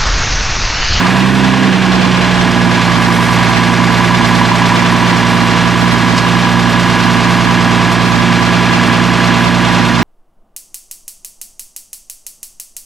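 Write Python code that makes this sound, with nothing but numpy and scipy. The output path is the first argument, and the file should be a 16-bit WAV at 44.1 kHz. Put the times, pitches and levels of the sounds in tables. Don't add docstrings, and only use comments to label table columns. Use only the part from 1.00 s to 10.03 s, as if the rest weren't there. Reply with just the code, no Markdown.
import sys
import numpy as np
from scipy import signal
from scipy.fft import rfft, irfft
from scipy.io import wavfile
from scipy.ndimage import uniform_filter1d

SR = 44100
rng = np.random.default_rng(int(sys.argv[2]) if len(sys.argv) > 2 else 0)


def linear_from_db(decibels):
    return 10 ** (np.asarray(decibels, float) / 20)


def dump(signal):
    limited = np.clip(np.atleast_2d(signal).T, -1, 1)
    pcm = np.round(limited * 32767).astype(np.int16)
    wavfile.write(sys.argv[1], SR, pcm)


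N = 398223
HZ = np.fft.rfftfreq(N, 1 / SR)
TIME = np.arange(N) / SR


def level(x, db):
    return x * linear_from_db(db) / np.sqrt(np.mean(x ** 2))


def curves(table):
    s, *columns = np.transpose(table)
    return [np.interp(TIME, s, c) for c in columns]


def over_hz(table):
    hz, value = np.transpose(table)
    return np.interp(np.log(HZ + 1), np.log(hz + 1), value)


def colour(x, table):
    return irfft(rfft(x) * linear_from_db(over_hz(table)), N)


def ring(x, hz, width_hz):
    r = np.exp(-np.pi * width_hz / SR)
    angle = 2 * np.pi * hz / SR
    return signal.lfilter([1 - r], [1, -2 * r * np.cos(angle), r * r], x) * np.sin(angle)


def drift(rate_hz):
    knots = rng.standard_normal(int(N / SR * rate_hz) + 2)
    return 1.6 * np.interp(TIME * rate_hz, np.arange(len(knots)), knots)


def blows(cycle, degrees, size, jitter_s, scatter_db):
    turn = np.arange(int(cycle[-1]) + 1)[:, None] + np.asarray(degrees) / 720
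    chance = rng.standard_normal((2,) + turn.shape)
    chance = 3 * uniform_filter1d(chance, size=11, axis=1) + 0.25 * chance
    chance[0] *= 1 + 8 * np.exp(-turn / 7)
    at = np.interp(turn, cycle, np.arange(N)) + jitter_s * SR * chance[0]
    at = np.clip(at, 0, N - 2).ravel()
    size = (size * linear_from_db(scatter_db * chance[1]) * (turn < cycle[-1])).ravel()
    i = at.astype(int)
    return np.bincount(i, size * (i + 1 - at), N) + np.bincount(i + 1, size * (at - i), N)


# time in s, firing rate in Hz.
FIRING_RATE = [(0, 59.21), (0.1, 61.99), (0.3, 64.72), (0.6, 64.17), (0.8, 62.19), (1.2, 60.68),
               (1.65, 59.09), (2, 58.55), (2.8, 58.71), (3.8, 58.88), (4.8, 58.89), (5.2, 58.81),
               (6.3, 58.96), (9.03, 58.91)]


def firing_rate_hz():
    return curves(FIRING_RATE)[0]


# time in s, share of fuel cut 0-1.
FUEL_CUT = [(0.0, 0), (0.1, 0), (0.25, 0.58), (0.45, 0.6), (0.65, 0.98), (0.85, 0.75), (1.1, 0.27),
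            (1.4, 0.32), (1.9, 0.06), (2.6, 0), (9.03, 0.11)]


def fuel_cut():
    return curves(FUEL_CUT)[0]


def fuelled(table):
    return [row[0] + row[1] * fuel_cut() for row in table]


# governed level in dB, change with fuel cut in dB, change while catching in dB.
HUM = [
    (-32.5, 7, 3),
    (-20, -6.5, -12),
    (-17, 0.5, -1.5),
    (-21, 7, -2),
]
HUM_SIGN = (-1, -1, 1, 1)
# frequency in Hz, gain in dB.
PIPE = [(118, 0.75), (123, -1), (128, 5), (176, -0.8), (184, 2.5), (236, 0.06), (244, -9), (257, -4)]
# multiple of four-stroke cycle rate, level in dB.
UNEVEN = [(7, -55), (8, -41.5), (9, -52), (10, -31), (11, -38), (13, -32.5), (14, -39.5), (15, -34),
          (16, -33.5), (17, -37), (20, -35), (22, -33.5), (25, -35), (27, -30.5), (28, -32.5), (29, -39),
          (32, -39), (33, -41), (34, -45), (35, -34), (36, -32.5), (38, -46), (39, -41), (42, -39),
          (45, -42), (48, -42.5), (49, -39), (54, -47.5), (60, -38)]


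def exhaust(firing):
    catch_s, misfire_db = 0.051, -17
    out = 0
    pipe_hz, pipe_db = np.transpose(PIPE)
    for k, (db, sign, row) in enumerate(zip(fuelled(HUM), HUM_SIGN, HUM), 1):
        db = db + row[2] * np.exp(-TIME / catch_s)
        db = db + np.interp(k * firing_rate_hz(), pipe_hz, pipe_db)
        if k == 1:
            db = db + misfire_db * fuel_cut() ** 4
        phase = 2 * np.pi * k * firing - 0.3 + 0.22 * drift(9)
        out = out + sign * linear_from_db(db + 0.28 * drift(9)) * np.cos(phase)
    for k, db in UNEVEN:
        wobble = 2 * np.pi * rng.random() + 0.22 * drift(5)
        out = out + linear_from_db(db) * np.cos(2 * np.pi * k * firing / 6 + wobble)
    return np.sqrt(2) * out


# multiple of fan shaft rate, level in dB.
FAN = [(8, -33), (11, -31)]


def fan(firing):
    shaft = 0.36636 * firing
    return np.sqrt(2) * sum(linear_from_db(db) * np.cos(2 * np.pi * k * shaft) for k, db in FAN)


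# time jitter in s, size scatter in dB, fresh noise under the blows in dB.
GEAR_PLAY = (4e-5, 1.6, -4)


def gear_rattle(cycle):
    place, side, size = rng.random((900, 3)).T
    size = np.sign(side - 0.5) * linear_from_db(-0.7 * np.log(1 - size))
    return level(blows(cycle, 720 * place, size, *GEAR_PLAY[:2]), 0)


# frequency in Hz, density in dB per Hz.
RUMBLE = [(25, -32), (50, -32), (75, -19), (120, -4.5), (250, -0.5), (330, 0), (450, -4.5), (600, -9),
          (800, -5.5), (1000, -37)]


def rumble(gears):
    return level(colour(level(gears, -6.5) + rng.standard_normal(N), RUMBLE), 0)


# crank angle in degrees, cold level in dB, warm level in dB.
KNOCKS = [
    (54.3, 2.5, -2),
    (228.2, 12.5, 7.5),
    (332, 5.5, 7),
    (444, 8, -5),
    (590, 0.5, -1),
    (667.4, 6, 14),
]
SLAPS = [
    (36.85, 3, 1),
    (124.1, 5, 7.6),
    (348, 5, 0.1),
    (396, 3, 3.4),
    (500.8, 6.5, 7.6),
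    (632.7, 1, 1.9),
    (586, -2, 6.2),
]
VALVES = [
    (29.5, -24, -29),
    (107.7, 15, -17),
    (180.2, 13, -15),
    (244, 18, 25),
    (364, 17.5, 13.5),
    (468, 21, -10),
    (606, -22, -15),
    (632, -2, 10),
    (667, 13.5, 21),
]
# frequency in Hz, width in Hz, level in dB.
BLOCK = [
    (1001.5, 127.8, -1.5),
    (1171, 141.9, -2),
    (1670, 96, -5.5),
]
# start in s, end in s.
WARM_UP = (3.3, 8.9)
# time jitter in s, size scatter in dB, fresh noise under the blows in dB.
KNOCK_PLAY = (4e-5, 2.0, -11)


def piston_knock(cycle):
    jitter_s, scatter_db, noise_db = KNOCK_PLAY
    turn_s = np.interp(np.arange(int(cycle[-1]) + 1), cycle, TIME)[:, None]
    warm = np.interp(turn_s, WARM_UP, (0, 1))
    out = 0
    for table, (hz, width_hz, db) in zip((KNOCKS, SLAPS, VALVES), BLOCK):
        degrees, cold_db, warm_db = np.transpose(table)
        lead_deg = 720 * cycle[-1] / TIME[-1] / (np.pi * width_hz)
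        size = linear_from_db(cold_db + warm * (warm_db - cold_db))
        hits = level(blows(cycle, degrees - lead_deg, size, jitter_s, scatter_db), 0)
        hits = hits + linear_from_db(noise_db + 10 * np.exp(-TIME / 0.5)) * rng.standard_normal(N)
        out = out + level(ring(ring(hits, hz, width_hz), hz, width_hz), db)
    return level(out, 0)


# crank angle in degrees, size in units of 2 dB.
TAPS = [(28, 4.2), (176, 1), (320, 4), (360, 4.1), (432, 2), (444, 1.2), (456, 2.7), (468, 5), (496, 5.5),
        (584, 5), (612, 4), (644, 5), (668, 2.7), (680, 1.4)]
# frequency in Hz, width in Hz, level in dB.
COVERS = [(683, 40, 1), (838, 104, -2.5), (986, 25, 6.5), (1063, 55, -4.5), (1110, 27, 6.5), (1215, 14, -1),
          (1490, 66, -12), (1679, 30, 4.5), (1870, 87, -4.5), (2030, 48, -6), (2190, 66, -4.5),
          (2480, 79, -8), (2733, 77, -16), (2837, 96, -6), (3310, 32, -14), (3570, 35, -9), (4240, 31, -1),
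          (4690, 47, -9)]
# time jitter in s, size scatter in dB, fresh noise under the blows in dB.
TAP_PLAY = (3.5e-5, 2.5, -5)


def valve_taps(cycle):
    jitter_s, scatter_db, noise_db = TAP_PLAY
    degrees, db = np.transpose(TAPS)
    lead_deg = 2.02
    noise = rng.standard_normal(N)
    out = 0
    for hz, width_hz, mode_db in COVERS:
        spot = linear_from_db(2 * db + 2.6 * rng.standard_normal(len(db)))
        hits = level(blows(cycle, (degrees - lead_deg) % 720, spot, jitter_s, scatter_db), 0)
        out = out + linear_from_db(mode_db) * ring(hits + linear_from_db(noise_db) * noise, hz, width_hz)
    return level(out, 0)


# frequency in Hz, density in dB per Hz.
CLATTER = [(550, -19), (700, -8), (880, -8.5), (1050, -5), (1340, -4), (1700, -3), (2500, -4.5), (3500, -8),
           (4500, -25.5), (7000, -35.5)]
# frequency in Hz, gain in dB.
BODY_FLOOR = [(250, -21), (650, -3.5), (800, 3), (20000, -12.5)]


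def valve_clatter(cycle, gears, cover_db):
    mesh = gears + linear_from_db(GEAR_PLAY[2]) * rng.standard_normal(N)
    bending_s_per_khz = 0.0015
    mesh = irfft(rfft(mesh) * np.exp(1j * np.pi * bending_s_per_khz * HZ ** 2 / 1000), N)
    covers = sum(linear_from_db(db) * ring(mesh, hz, width_hz) for hz, width_hz, db in COVERS)
    ringing = level(covers, -4.5) + level(valve_taps(cycle), -10.5)
    return level(colour(mesh, CLATTER), -0.6) + linear_from_db(cover_db) * colour(ringing, BODY_FLOOR)


# crank angle in degrees, size in units of 2 dB.
TICKS = [(8, 6.2), (48, 1), (60, 1.5), (160, 1.2), (184, 3), (432, 2.3), (452, 3.1), (484, 8.8), (508, 7),
         (592, 2.4), (676, 7.6), (712, 2.2)]


def injector_ticks(cycle):
    degrees, db = np.transpose(TICKS)
    ticks = blows(cycle, degrees, linear_from_db(2 * db), jitter_s=5e-5, scatter_db=1.1)
    fade_s = 0.0081
    return ticks, signal.lfilter([1], [1, -np.exp(-1 / (fade_s * SR))], ticks)


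# frequency in Hz, density in dB per Hz.
HISS = [(1500, -30), (2500, -12), (4000, 0), (5500, -4), (7500, -12), (9500, -19), (15500, -55)]


def tick_hiss(gears, ticks, spray):
    hiss = (rng.standard_normal(N) + 0.82 * gears) * (3.5 + level(spray, 1.5))
    return level(colour(level(hiss, 0) + level(ticks, -20), HISS), 0)


# governed level in dB, change with fuel cut in dB.
LOAD = [
    (-21, 1),
    (-17.5, -10),
    (-17.5, -1),
    (-26, -3),
    (0.4, -1.5),
]
# extra clatter in dB, fade in s.
STARTER = (1.9, 0.095)


def mechanics(cycle):
    rumble_db, knock_db, clatter_db, tick_db, cover_db = fuelled(LOAD)
    starter_db, starter_fade_s = STARTER
    gears = gear_rattle(cycle)
    ticks, spray = injector_ticks(cycle)
    clatter = valve_clatter(cycle, gears, cover_db) * (0.89 + level(spray, -15.5))
    clatter = clatter * linear_from_db(clatter_db + starter_db * np.exp(-TIME / starter_fade_s))
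    bright = clatter + linear_from_db(tick_db) * tick_hiss(gears, ticks, spray)
    gust = linear_from_db(0.4 * drift(9))
    dull = linear_from_db(rumble_db - 1.5) * rumble(gears) + linear_from_db(knock_db - 1.5) * piston_knock(cycle)
    return dull + gust * bright


# frequency in Hz, density in dB per Hz.
AIR = [(5500, -23), (8000, -6.5), (11000, -6.5), (15500, -9)]
# level in dB, change with fuel cut in dB at once, in dB later, lag in s.
DRAUGHT = (-39.3, -6, -10, 0.3)
# time in s, gain in dB, half width in s.
SURGE = (2.2, 4.8, 0.27)


def draught(cycle):
    db, cut_db, late_db, lag_s = DRAUGHT
    surge_s, surge_db, half_width_s = SURGE
    puff = linear_from_db(0.86 * np.cos(2 * np.pi * (cycle - 0.85)) + 1.6 * drift(40))
    cut = fuel_cut()
    db = db + cut_db * cut + late_db * np.interp(TIME - lag_s, TIME, cut)
    db = db + surge_db * np.exp(-((TIME - surge_s) / half_width_s) ** 2)
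    return level(colour(puff * rng.standard_normal(N), AIR), db + 2.3)


# time in s, peak in dB, t60 in s.
RELAY = [
    (5.1617, -12, 0.18),
    (5.1781, -6, 0.089),
]


def relay():
    envelope = 0
    for s, db, t60_s in RELAY:
        after_s = np.maximum(TIME - s, 0)
        envelope = envelope + linear_from_db(db - 9.5) * (TIME > s) * np.exp(-np.log(1000) * after_s / t60_s)
    snap = [(1200, -21), (2500, 7), (5500, 2), (8000, -6), (12000, -22), (16000, -35)]  # Hz, dB
    return envelope * level(colour(rng.standard_normal(N), snap), 0)


# frequency in Hz, left minus right in dB.
PORT_DB = [(60, -14), (110, -10.5), (200, -7.5), (380, -6), (700, -2), (1290, -2), (2380, -2.5),
           (4400, -2.5), (8120, -1.5), (15000, -1)]
# frequency in Hz, left lead in radians.
PORT_LEAD = [(0, -0.66), (520, 0.72), (950, 0.32), (2070, 0.21), (2410, 0.21), (6200, -0.33), (9300, 0.32),
             (15200, -0.11)]
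# frequency in Hz, level in dB.
UNLIKE = [(40, -14), (150, -25), (400, -16), (700, -18), (1500, -16), (5000, -15), (9000, -13.5),
          (15000, -19)]


def ports(near):
    echo = rng.standard_normal(4096) * np.exp(-np.arange(4096) / (0.021 * SR))
    reflected = signal.fftconvolve(near, echo / np.linalg.norm(echo))[:N] * drift(40)
    unlike = rfft(reflected) * linear_from_db(over_hz(UNLIKE))
    direct = rfft(near)
    ratio = linear_from_db(over_hz(PORT_DB)) * np.exp(1j * over_hz(PORT_LEAD))
    right = 2 / (1 + ratio)
    return irfft([ratio * right * (direct + unlike), right * (direct - unlike)], N)


def scene():
    firing = np.cumsum(firing_rate_hz()) / SR
    cycle = firing / 6
    return ports(exhaust(firing) + fan(firing) + mechanics(cycle) + draught(cycle) + relay())


def low_pass(x):
    return signal.sosfilt(signal.butter(12, 15630, fs=SR, output="sos"), x)


# frequency in Hz, gain in dB.
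MIC = [(20, 1), (45, 0.5), (8000, 0.5), (11000, -3.5), (15500, -12.5)]


def record(dry):
    soft = np.tanh(0.7 * dry) / 0.71
    mix = np.clip([colour(side, MIC) for side in soft], -1, 1)
    return low_pass(mix)


dry = scene()
out = record(dry)
dump(out)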